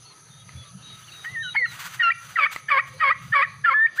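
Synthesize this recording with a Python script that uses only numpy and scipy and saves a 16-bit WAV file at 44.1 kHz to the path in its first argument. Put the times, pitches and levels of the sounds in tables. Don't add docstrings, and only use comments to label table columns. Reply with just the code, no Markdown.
import sys
import numpy as np
from scipy import signal
from scipy.fft import rfft, irfft
from scipy.io import wavfile
from scipy.ndimage import uniform_filter1d

SR = 44100
rng = np.random.default_rng(int(sys.argv[2]) if len(sys.argv) > 2 else 0)


def volts(x):
    e = np.asarray(x, float) / 20
    return 10 ** e


def dump_mix(stems):
    frames = np.atleast_2d(stems).T
    limited = np.clip(frames, -1, 1)
    pcm = np.round(limited * 32767).astype(np.int16)
    wavfile.write(sys.argv[1], SR, pcm)


N = 176400

# time in seconds, level in dB.
MEADOW_LEVEL = [(0, -51), (1.898, -48), (4, -57)]
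# centre in Hz, width in Hz, level in dB.
INSECT_BANDS = [(6134, 630, -5.5), (9920, 1340, -9), (1280, 77, -10.5)]
# frequency in Hz, density in dB.
AIR_SPECTRUM = [(300, -1), (2000, -2), (4800, 0.5), (5400, -18), (12000, -34)]
# frequency in Hz, density in dB.
BREEZE_SPECTRUM = [(45, -21), (75, -10), (130, 5.5), (180, -3.5), (260, -21), (500, -47.5)]
# time in seconds, level in dB.
GUSTS = [(0.0, -54), (0.11, -61.5), (0.52, -48), (0.56, -41.5), (0.67, -55), (0.75, -48), (1.26, -58.5),
         (1.3, -48.5), (2.7, -54.5), (2.71, -49.5), (2.97, -49), (3.09, -47.5), (3.16, -47.5), (3.32, -40),
         (3.34, -49.5), (3.61, -49), (3.68, -50), (4.0, -59.5)]
# start in seconds, pitch in Hz, level in dB, length in seconds.
HAND_BUMPS = [
    (0.525, 83.3, -37, 0.11),
    (.73, 186, -38, 0.08),
    (3.184, 110, -48, 0.37),
]
# start in seconds, length in seconds, first and last pitch in Hz, level in dB.
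PEEPS = [(.045, .07, 4380, 4330, -53), (.105, .03, 4300, 4050, -52), (.3, .14, 3600, 3800, -57),
         (.56, .09, 3450, 3380, -50), (.015, .04, 5100, 5080, -60), (.045, .03, 950, 980, -62),
         (.09, .06, 1000, 1060, -61), (.33, .03, 3300, 3330, -62), (.39, .05, 3420, 3250, -59),
         (.645, .055, 3650, 3800, -57), (.66, .05, 3400, 3380, -60), (.63, .09, 1200, 1130, -57),
         (.82, .015, 3500, 3850, -50), (.96, .05, 3800, 3780, -58), (1.275, .05, 3800, 3800, -54),
         (1.395, .04, 3700, 3900, -50), (1.59, .04, 510, 500, -50), (2.93, .05, 520, 520, -52),
         (.827, .14, 3830, 3780, -48), (1.022, .02, 2850, 3150, -53), (1.036, .017, 3100, 3750, -50),
         (1.073, .032, 3150, 2550, -48), (1.115, .025, 2400, 3050, -48), (1.138, .025, 3050, 2450, -48),
         (1.11, .14, 3820, 3780, -48), (1.6, .06, 4330, 4280, -52), (1.42, .12, 3870, 3820, -38),
         (1.56, .016, 4000, 4420, -44), (1.568, .045, 4420, 4300, -42), (1.645, .085, 4300, 3820, -45),
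         (1.425, .085, 3150, 2860, -42)]
# start in seconds, length in seconds, level in dB.
FOOT_SWISHES = [
    (0.245, 0.16, -62.5),
    (0.846, 0.62, -50.5),
    (1.645, 0.43, -40.5),
    (1.924, 0.12, -50.5),
    (2.158, 0.36, -42),
    (2.502, 0.12, -38),
    (2.844, 0.18, -49),
    (3.197, 0.24, -46.5),
    (3.487, 0.18, -65),
    (3.946, 0.1, -48),
]
# frequency in Hz, density in dB.
GRASS_SPECTRUM = [(500, -29), (1300, -2.5), (3300, -11), (8000, -18), (12000, -29), (14500, -14.5)]
# time in seconds, peak level in dB.
SNAPS = [
    (0.492, -38),
    (2.562, -21.5),
]
# frequency in Hz, level in dB, 60 dB decay time in seconds.
SNAP_MODES = [(1280, 13, 0.031), (2025, 20, 0.018), (4070, 5.5, 0.016), (7340, 6, 0.0037)]
# start in seconds, length in seconds, level in dB.
CATCHES = [
    (1.239, 0.023, -33),
    (1.539, 0.039, -28),
    (1.663, 0.017, -48),
    (2.68, .035, -27.5),
    (2.982, 0.042, -35),
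    (3.868, .03, -43.5),
]
# time in seconds, pitch in Hz, level in dB.
EARLY_WHISTLES = [
    [(1.256, 1850, -33), (1.285, 1920, -34), (1.315, 2070, -50), (1.35, 2010, -35), (1.364, 1843, -30),
     (1.424, 1810, -33), (1.436, 1563, -40.5), (1.465, 1480, -32), (1.508, 1413, -48)],
    [(1.552, 1485, -39), (1.559, 1660, -29), (1.566, 2146, -20), (1.582, 2202, -19), (1.606, 2060, -29.5),
     (1.625, 1967, -21), (1.656, 1832, -22.5)],
]
LATE_WHISTLES = [
    [(3.74, 1709, -19.5), (3.78, 1741, -18.5), (3.864, 1842, -17)],
    [(3.975, 1320, -39), (3.99, 1823, -24), (3.9999, 1878, -15)],
]
# start in seconds, length in seconds, first and last pitch in Hz, level in dB.
YELP_NOTES = [(1.99, 0.037, 1920, 1843, -14.5), (2.098, 0.017, 1746, 2026, -15),
              (2.111, 0.016, 2410, 2330, -19), (2.354, 0.02, 2120, 1740, -17.5),
              (2.453, 0.022, 1660, 1914, -21), (2.68, 0.021, 1656, 1900, -23),
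              (2.783, 0.024, 1865, 1916, -18.5), (2.802, 0.011, 2400, 2150, -21),
              (2.998, 0.033, 1960, 1810, -19.5), (3.104, .029, 1860, 2000, -19),
              (3.318, .034, 1700, 1920, -17), (3.422, .022, 1700, 2050, -17),
              (3.436, 0.02, 2060, 1724, -21.5), (3.38, 0.071, 2086, 1940, -26),
              (1.654, 0.011, 2920, 2630, -34.5), (3.638, 0.026, 1670, 1790, -12.5),
              (3.862, 0.014, 2030, 2540, -26), (1.546, 0.013, 955, 836, -26.5),
              (1.654, 0.014, 1440, 1370, -28.5)]
# time in seconds, pitch in Hz, level in dB, octave level in dB.
EARLY_YELPS = [
    [(2.022, 1489, -29, -37), (2.036, 1403, -21, -22), (2.065, 1370, -20, -25.5),
     (2.092, 1357, -17.5, -28.5), (2.102, 1380, -24, -36)],
    [(2.372, 1391, -23, -41), (2.39, 1320, -18, -31.5), (2.412, 1159, -26.5, -23.5),
     (2.448, 1098, -33, -15.5), (2.466, 1273, -20.5, -37)],
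    [(2.702, 1297, -25.5, -39), (2.718, 1153, -20, -18), (2.755, 1079, -23, -32), (2.778, 1064, -23.5, -21),
     (2.797, 1303, -21, -29)],
]
LATE_YELPS = [
    [(3.01, 1254, -31, -39), (3.03, 1269, -18.5, -35.5), (3.042, 1127, -18, -25), (3.094, 1073, -27.5, -19),
     (3.114, 1270, -13.5, -35.5)],
    [(3.338, 1327, -25.5, -70), (3.358, 1141, -20, -20.5), (3.412, 1097, -22.5, -27),
     (3.428, 1233, -18.5, -23), (3.442, 1300, -35.5, -67)],
    [(3.66, 1422, -19.5, -34.5), (3.694, 1346, -14, -54), (3.703, 1120, -28.5, -30),
     (3.722, 1040, -23, -22.5), (3.733, 1104, -26, -27), (3.745, 1280, -25, -50.5)],
]
YELP_ROUGHNESS = [.04, .35, .2, .18, .22, .1]
HALF_LINE_DB = [-42, -33, -28, -29, -29, -34]
# multiple of the pitch, level in dB relative to the octave.
OVER_OCTAVE = [(3, -21), (4, -28), (5, -44)]
# multiple of the pitch, level in dB relative to the half-line.
OVER_HALF = [(.5, -10), (2.5, -16), (3.5, -23), (4.5, -25)]
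# centre in Hz, width in Hz, level in dB.
RASP_LOW = [(1800, 1100, 0), (3000, 900, -5)]
RASP_HIGH = [(4650, 400, -24), (8200, 1800, -34), (13200, 1800, -38)]


def rms_one(x):
    return x / np.sqrt(np.mean(x ** 2) + 1e-20)


def drift(rate_hz):
    r = np.exp(-2 * np.pi * rate_hz / SR)
    settled = signal.lfilter([1], [1, -2 * r, r * r], rng.standard_normal(N + SR))[SR:]
    return rms_one(settled)


def coloured(x, points):
    hz, db = np.transpose(points)
    f = np.arange(N // 2 + 1) * SR / N + 1
    shape_db = np.interp(np.log(f), np.log(hz), db)
    below_first_db = 21 * np.log(np.maximum(hz[0] / f, 1))
    return rms_one(irfft(rfft(x) * volts(shape_db - below_first_db), N))


def resonate(x, hz, width_hz):
    r = np.exp(-np.pi * width_hz / SR)
    poles = [1, -2 * r * np.cos(2 * np.pi * hz / SR), r * r]
    return signal.lfilter([(1 - r * r) / 2, 0, (r * r - 1) / 2], poles, x + 1e-18)


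def noise_band(noise, hz, width_hz):
    return rms_one(resonate(resonate(noise, hz, width_hz), hz, width_hz))


def window(start, length, rise, fall):
    i = np.arange(int(start * SR), min(N, int((start + length) * SR)))
    t = i / SR - start
    ramp = np.clip(np.minimum(t / rise, (length - t) / fall), 0, 1)
    return i, np.sin(np.pi / 2 * ramp) ** 2


def patchy(x, depth_db):
    f, spectrum = np.arange(N // 2 + 1) * SR / N, rfft(x)
    edges = [0, *np.geomspace(400, 5600, num=15), SR]
    out = np.zeros(N)
    for low, high in zip(edges, edges[1:]):
        band = irfft(spectrum * (f >= low) * (f < high), N)
        out += volts(depth_db * drift(4)) * band
    return rms_one(out)


def meadow():
    s, db = np.transpose(MEADOW_LEVEL)
    level = np.interp(np.arange(N) / SR, s, db)
    song = np.zeros(N)
    for hz, width_hz, band_db in INSECT_BANDS:
        song += volts(band_db + 1.3 * drift(25)) * noise_band(rng.standard_normal(N), hz, width_hz)
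    air_level = volts(-55 + 0.2 * (level - level[0]) + 2 * drift(5.0))
    air = air_level * patchy(coloured(rng.standard_normal(N), AIR_SPECTRUM), depth_db=3)
    return volts(level) * song + air


def breeze():
    gust_db = np.interp(np.arange(N) / SR, *np.transpose(GUSTS))
    out = volts(gust_db + drift(10)) * coloured(rng.standard_normal(N), BREEZE_SPECTRUM)
    for s, hz, db, length in HAND_BUMPS:
        i, env = window(s, length, 0.36 * length, 0.81 * length)
        out[i] += volts(db) * env * np.sin(2 * np.pi * hz * (i / SR - s))
    return out


def gliding_notes(table, rise, fall, rough, wobble, octave_db):
    out = np.zeros(N)
    for s, length, from_hz, to_hz, db in table:
        i, env = window(s, length, min(rise, length / 2), min(fall, length / 2))
        pitch = np.linspace(from_hz, to_hz, len(i)) * (1 + rough * wobble[0, i] / 20)
        phase = 2 * np.pi * np.cumsum(pitch) / SR
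        tone = np.sin(phase) + volts(octave_db) * np.sin(2 * phase)
        out[i] += volts(db) * env * (1 + rough * wobble[1, i]) * tone
    return out


def peeps(wobble):
    return 1.5 * gliding_notes(PEEPS, .012, .012, .18, wobble, octave_db=-40)


def grass():
    blades_per_s = 5500
    struck = rng.random(N) < blades_per_s / SR
    blades = struck * volts(1.4 * rng.exponential(1, N)) * rng.choice([-1, 1], N)
    env = np.zeros(N)
    for s, length, db in FOOT_SWISHES:
        i, shape = window(s, length, 0.21 * length, 0.74 * length)
        env[i] += volts(db) * shape
    return env * volts(4.6 * drift(11.2)) * coloured(blades, GRASS_SPECTRUM)


def snaps():
    clicks = np.zeros(N)
    for s, db in SNAPS:
        clicks[int(s * SR)] = volts(db - 17)
    out = np.zeros(N)
    for hz, db, t60 in SNAP_MODES:
        r, w = volts(-60 / (t60 * SR)), 2 * np.pi * hz / SR
        out += volts(db) * signal.lfilter([0, np.sin(w)], [1, -2 * r * np.cos(w), r * r], clicks + 1e-18)
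    return out


def voice(rows, rough, partials, wobble):
    s, hz, *levels = np.transpose(rows)
    i, env = window(s[0] - .004, s[-1] - s[0] + .008, .008, .007)
    pitch = np.interp(i / SR, s, hz) * (1 + rough * wobble[0, i] / 20)
    phase = 2 * np.pi * np.cumsum(pitch) / SR
    gains = [volts(np.interp(i / SR, s, db) + 4) * env for db in levels]
    out = np.zeros(N)
    for k, (multiple, column, db) in enumerate(partials):
        shake = 1 + rough * wobble[1 + k % 2, i]
        out[i] += gains[column] * volts(db) * shake * np.cos(multiple * phase + k / 2)
    return out


def whistles(wobble):
    partials = [(1, 0, 0), (2, 0, -38)]
    return sum(voice(rows, .02, partials, wobble) for rows in [*EARLY_WHISTLES, *LATE_WHISTLES])


def breath_rasp():
    white = rng.standard_normal(N)
    low = sum(volts(db) * noise_band(white, hz, width) for hz, width, db in RASP_LOW)
    edge = signal.cheby2(8, 50, 3600 * 1.1, fs=SR, output="sos")
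    high = sum(volts(db) * noise_band(white, hz, width) for hz, width, db in RASP_HIGH)
    return signal.sosfilt(edge, low) + high


def yelps(wobble, opening):
    # multiple of the pitch, level track (0 low voice, 1 octave, 2 half-line), dB
    partials = [(1, 0, 0), (2, 1, 0), (1.5, 2, 0)]
    partials += [(m, 1, db) for m, db in OVER_OCTAVE]
    partials += [(m, 2, db) for m, db in OVER_HALF]
    rasp = breath_rasp()
    out = np.zeros(N)
    for s, length, db in CATCHES:
        i, env = window(s, length, length / 2, length / 2)
        out[i] += volts(db) * env * rasp[i]
    breath_power = .12 * opening ** 2
    for rows, rough, half_db in zip(EARLY_YELPS + LATE_YELPS, YELP_ROUGHNESS, HALF_LINE_DB):
        lowest = min(row[1] for row in rows)
        tracks = [(*row, half_db - 60 * np.log2(row[1] / lowest)) for row in rows]
        tone = voice(tracks, rough, partials, wobble)
        out += tone
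        breath_power = breath_power + rough * tone ** 2
    breath = np.sqrt(np.abs(uniform_filter1d(breath_power, size=200)))
    return out + volts(-5) * breath * rasp


def outdoors(x):
    t60_s = .5
    t = np.arange(SR // 2) / SR
    tail = volts(-49 - 60 * t / t60_s) * rng.standard_normal(len(t))
    return signal.fftconvolve(x, tail)[:N]


def ducking(loud):
    threshold_db, share, recover_db_per_s = -33, .6, 250
    level_db = 10 * np.log10(uniform_filter1d(loud ** 2, size=512) + 1e-12)
    over = np.maximum(level_db - threshold_db, 0)
    ramp = recover_db_per_s * np.arange(N) / SR
    held = np.maximum.accumulate(over + ramp) - ramp
    return volts(-share * uniform_filter1d(held, size=512))


def scene():
    wobble = np.array([drift(360), drift(120), drift(130)])
    opening = gliding_notes(YELP_NOTES, .015, .006, .13, wobble, octave_db=-32)
    near = yelps(wobble, opening) + whistles(wobble) + opening
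    birds = near + peeps(wobble) + snaps()
    background = grass() + meadow() + breeze()
    return (birds + outdoors(birds) + ducking(near) * background)[None]


def low_pass(x):
    return signal.sosfilt(signal.butter(12, 16120, fs=SR, output="sos"), x)


def record(dry):
    steep = signal.cheby2(10, 60, 16100, fs=SR, output="sos")
    dipped = dry - resonate(dry, 5350, 500)
    return low_pass(signal.sosfilt(steep, dipped))


dry = scene()
out = record(dry)
dump_mix(out)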